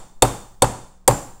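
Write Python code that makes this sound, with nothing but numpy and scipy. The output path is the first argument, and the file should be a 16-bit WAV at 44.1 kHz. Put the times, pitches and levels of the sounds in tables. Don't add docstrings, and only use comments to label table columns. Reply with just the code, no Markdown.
import sys
import numpy as np
from scipy import signal
from scipy.fft import rfft, irfft
from scipy.io import wavfile

SR = 44100
rng = np.random.default_rng(int(sys.argv[2]) if len(sys.argv) > 2 else 0)


def transcribe(signal):
    frames = np.atleast_2d(signal).T
    limited = np.clip(frames, -1, 1)
    pcm = np.round(limited * 32767).astype(np.int16)
    wavfile.write(sys.argv[1], SR, pcm)


N = 61739

# start_s, force_db, bench_db, bench_tilt_db_per_octave,
# plate_db, plate_tilt_db_per_octave, punch_db, treble_db
TAPS = [(-0.21, 0.5, -9.5, 9.5, 5, 13, -2.5, -8), (0.2215, -0.5, 2.5, -0.5, 6, 3, -5, -1.5),
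        (0.6204, -2, 2.5, -1, 2.5, 15, -5.5, -6.5), (1.0769, -0.5, 2.5, -0.5, -10.5, 7.5, 1, -0.5)]
# start_s, level_db
REBOUNDS = [(0.2479, -9), (0.6408, -7), (1.0976, -10.5), (1.1083, -9.5)]

# frequency_hz, relative_level_db (per Hz)
FLOOR_SPECTRUM = [(10, 14.5), (45, -3), (80, -10), (130, -20.5), (180, -21), (350, -25), (900, -27.5),
                  (2000, -43), (8000, -51.5), (16000, -59)]
# frequency_hz, t60_s
ROOM_T60 = [(60, 0.63), (150, .5), (400, 0.44), (1000, 0.5576), (2500, 0.53), (5000, 0.6062), (8000, 0.55),
            (11000, 0.5367), (13500, 0.42), (16000, 1.16)]
# frequency_hz, relative_level_db (per Hz)
WASH_SPECTRUM = [(30, -4), (120, 1), (180, 2.5), (260, 2.5), (480, -2), (660, -2.5), (850, -2), (1200, -7),
                 (2000, -17.5), (3000, -19.5), (4000, -24), (5500, -20.5), (7000, -14.5), (8500, -14.5),
                 (10500, -22.5), (13500, -25), (16000, -34)]
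# frequency_hz, relative_level_db (per Hz)
CRACK_SPECTRUM = [(300, -4.5), (1500, -11.5), (2600, -5), (4000, -12.5), (5500, -7.5), (7000, -2),
                  (8200, 4.5), (9600, -1), (10800, -5), (13500, -10), (16000, -11.5)]
# frequency_hz, relative_level_db (per Hz)
WOOD_SPECTRUM = [(60, -7.5), (250, -18), (500, -2), (660, -4), (850, 0.5), (1250, -7.5), (1700, -15.5),
                 (2600, -22.5), (6000, -32)]

HEAD_HZ = [4628, 6950, 7715, 8240, 8646, 9030, 9420]
# level_db, t60_s
HEAD_MODES = [(-21.5, 0.063), (-32.5, 0.031), (-16, 0.058), (-14.5, 0.049), (-13, 0.039), (-16.5, 0.018),
              (-15.5, .025)]
PLATE_HZ = [2300, 2647, 3285, 3600, 4391]
# level_db, t60_s
PLATE_MODES = [(-17.5, 0.022), (-34, 0.17), (-12.5, 0.022), (-9.5, 0.033), (-22, 0.061)]
BENCH_HZ = [46, 116, 127, 152, 275, 364, 412, 490, 522, 570, 758, 824, 900, 990]
# level_db, t60_s
BENCH_MODES = [(-24, 0.39), (-15, 0.22), (-15.5, 0.12), (-26, 0.29), (-21.5, 0.29), (-19.5, 0.16),
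               (-17, 0.14), (-5.5, 0.061), (-2, 0.044), (-11, 0.087), (-10.5, 0.094), (-12.5, 0.11),
               (-12.5, 0.08), (-20, 0.099)]

FLOOR_DB, HUM_DB, HUM_HZ = -43.5, -62, 183
ROOM_DELAY_S, ROOM_BUILD_S, WASH_DB = 0.013, 0.0088, -19.5
HEAD_ROOM_DB, PLATE_ROOM_DB, PUNCH_ROOM_DB, BENCH_ROOM_DB = -15, -18, -9, -15.5
CRACK_DB, CRACK_RISE_S, CRACK_T60_S = 4, 0.0016, 0.011
CLATTER_DB, CLATTER_T60_S = -7, 0.049
TREBLE_HZ = 11000
STEEL_RISE_S = 0.0014
PUNCH_HZ, PUNCH_DB, PUNCH_T60_S = 7295, -5.5, 0.036
BENCH_PIVOT_HZ, PLATE_PIVOT_HZ = 400, 3600
BENCH_LAG_S, BENCH_RISE_S = 0.0001, 0.00049
WOOD_DB, WOOD_RISE_S, WOOD_T60_S = -11, 0.0018, 0.1
ECHO_S, ECHO_DB = 0.009, -16
REBOUND_RISE_S, REBOUND_T60_S, REBOUND_CLICK_DB = 0.0025, 0.03, -22.5
OVERLOAD, KNEE = 0.97, 5
EDGE_HZ = 15800


def amp(db):
    return 10 ** (np.asarray(db) / 20)


def read(points, hz):
    f, value = np.transpose(points)
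    return np.interp(np.log(hz + 1), np.log(f + 1), value)


def add(mix, start_s, sound):
    at = round(start_s * SR)
    sound = sound[max(-at, 0):]
    part = mix[max(at, 0):][:len(sound)]
    part += sound[:len(part)]


def noise(spectrum, size):
    hz = np.fft.rfftfreq(size, 1 / SR)
    phases = np.exp(2j * np.pi * rng.random(len(hz)))
    x = irfft(amp(read(spectrum, hz)) * phases, size)
    return x / x.std()


def fade(t, t60_s):
    return np.exp(-np.log(1000) * t / np.maximum(t60_s, 1e-4))


def rise(t, rise_s):
    return 1 - np.exp(-(t / rise_s) ** 2)


def ring(pitches, modes, t, rise_s, sign=1):
    total = np.zeros(len(t))
    for k, (hz, (db, t60_s)) in enumerate(zip(pitches, modes)):
        total += sign ** k * amp(db) * fade(t, t60_s) * np.sin(2 * np.pi * hz * t)
    return rise(t, rise_s) * total


def tilted(pitches, modes, tilt_db, pivot_hz):
    return [(db + tilt_db * np.log2(hz / pivot_hz), t60_s)
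            for hz, (db, t60_s) in zip(pitches, modes)]


def treble(x, db):
    hz = np.fft.rfftfreq(len(x), 1 / SR)
    shelf = 1 / (1 + (TREBLE_HZ / (hz + 1)) ** 16)
    return irfft(rfft(x) * amp(db * shelf), len(x))


def background():
    rumble = amp(FLOOR_DB) * noise(FLOOR_SPECTRUM, N)
    hum = amp(HUM_DB) * np.sin(2 * np.pi * HUM_HZ * np.arange(N) / SR)
    return rumble + hum


def tail(x):
    hz, t, bands = signal.stft(x, SR, nperseg=256)
    decay = fade(t, read(ROOM_T60, hz)[:, None])
    x = signal.istft(bands * decay, SR, nperseg=256)[1][:SR]
    since_arrival = np.maximum(np.arange(SR) / SR - ROOM_DELAY_S, 0)
    return x * rise(since_arrival, ROOM_BUILD_S)


def workshop(notes, treble_db):
    response = tail(rng.standard_normal(SR))
    response = response / np.linalg.norm(response)
    lingering = signal.fftconvolve(notes, response)[:SR]
    wash = tail(treble(noise(WASH_SPECTRUM, SR), treble_db))
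    return lingering + amp(WASH_DB) * wash


def crack(t, treble_db):
    level = amp(CRACK_DB) * fade(t, CRACK_T60_S) + amp(CLATTER_DB) * fade(t, CLATTER_T60_S)
    burst = treble(noise(CRACK_SPECTRUM, len(t)), treble_db)
    return burst * rise(t, CRACK_RISE_S) * level


def hammer_head(t):
    return ring(HEAD_HZ, HEAD_MODES, t, STEEL_RISE_S)


def plate(t, tilt_db):
    modes = tilted(PLATE_HZ, PLATE_MODES, tilt_db, PLATE_PIVOT_HZ)
    return ring(PLATE_HZ, modes, t, STEEL_RISE_S)


def punch(t):
    return ring([PUNCH_HZ], [(PUNCH_DB, PUNCH_T60_S)], t, STEEL_RISE_S)


def bench(t, tilt_db):
    t = np.maximum(t - BENCH_LAG_S, 0)
    modes = tilted(BENCH_HZ, BENCH_MODES, tilt_db, BENCH_PIVOT_HZ)
    knock = ring(BENCH_HZ, modes, t, BENCH_RISE_S, sign=-1)
    wood = [(hz, db + tilt_db * np.log2(hz / BENCH_PIVOT_HZ)) for hz, db in WOOD_SPECTRUM]
    dense = noise(wood, len(t)) * rise(t, WOOD_RISE_S) * fade(t, WOOD_T60_S)
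    knock = knock + amp(WOOD_DB) * dense
    add(knock, ECHO_S, amp(ECHO_DB) * knock)
    return knock


def tap(bench_db, bench_tilt_db, plate_db, plate_tilt_db, punch_db, treble_db):
    t = np.arange(SR) / SR
    head_ring = hammer_head(t)
    plate_ring = amp(plate_db) * plate(t, plate_tilt_db)
    punch_ring = amp(punch_db) * punch(t)
    knock = amp(bench_db) * bench(t, bench_tilt_db)
    room_send = amp(HEAD_ROOM_DB) * head_ring + amp(PLATE_ROOM_DB) * plate_ring
    room_send += amp(PUNCH_ROOM_DB) * punch_ring + amp(BENCH_ROOM_DB) * knock
    direct = crack(t, treble_db) + head_ring + plate_ring + punch_ring + knock
    return direct + workshop(room_send, treble_db)


def rebound():
    t = np.arange(SR // 10) / SR
    clack = noise(WOOD_SPECTRUM, len(t)) + amp(REBOUND_CLICK_DB) * noise(CRACK_SPECTRUM, len(t))
    return clack * rise(t, REBOUND_RISE_S) * fade(t, REBOUND_T60_S)


def scene():
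    mix = background()
    for start_s, force_db, *balance in TAPS:
        add(mix, start_s, amp(force_db) * tap(*balance))
    for start_s, level_db in REBOUNDS:
        add(mix, start_s, amp(level_db) * rebound())
    return mix[None]


def record(dry):
    limited = dry / (1 + abs(dry / OVERLOAD) ** KNEE) ** (1 / KNEE)
    low_pass = signal.firwin(255, EDGE_HZ, window=("kaiser", 8), fs=SR)
    return signal.oaconvolve(limited, low_pass[None], "same")


dry = scene()
out = record(dry)
transcribe(out)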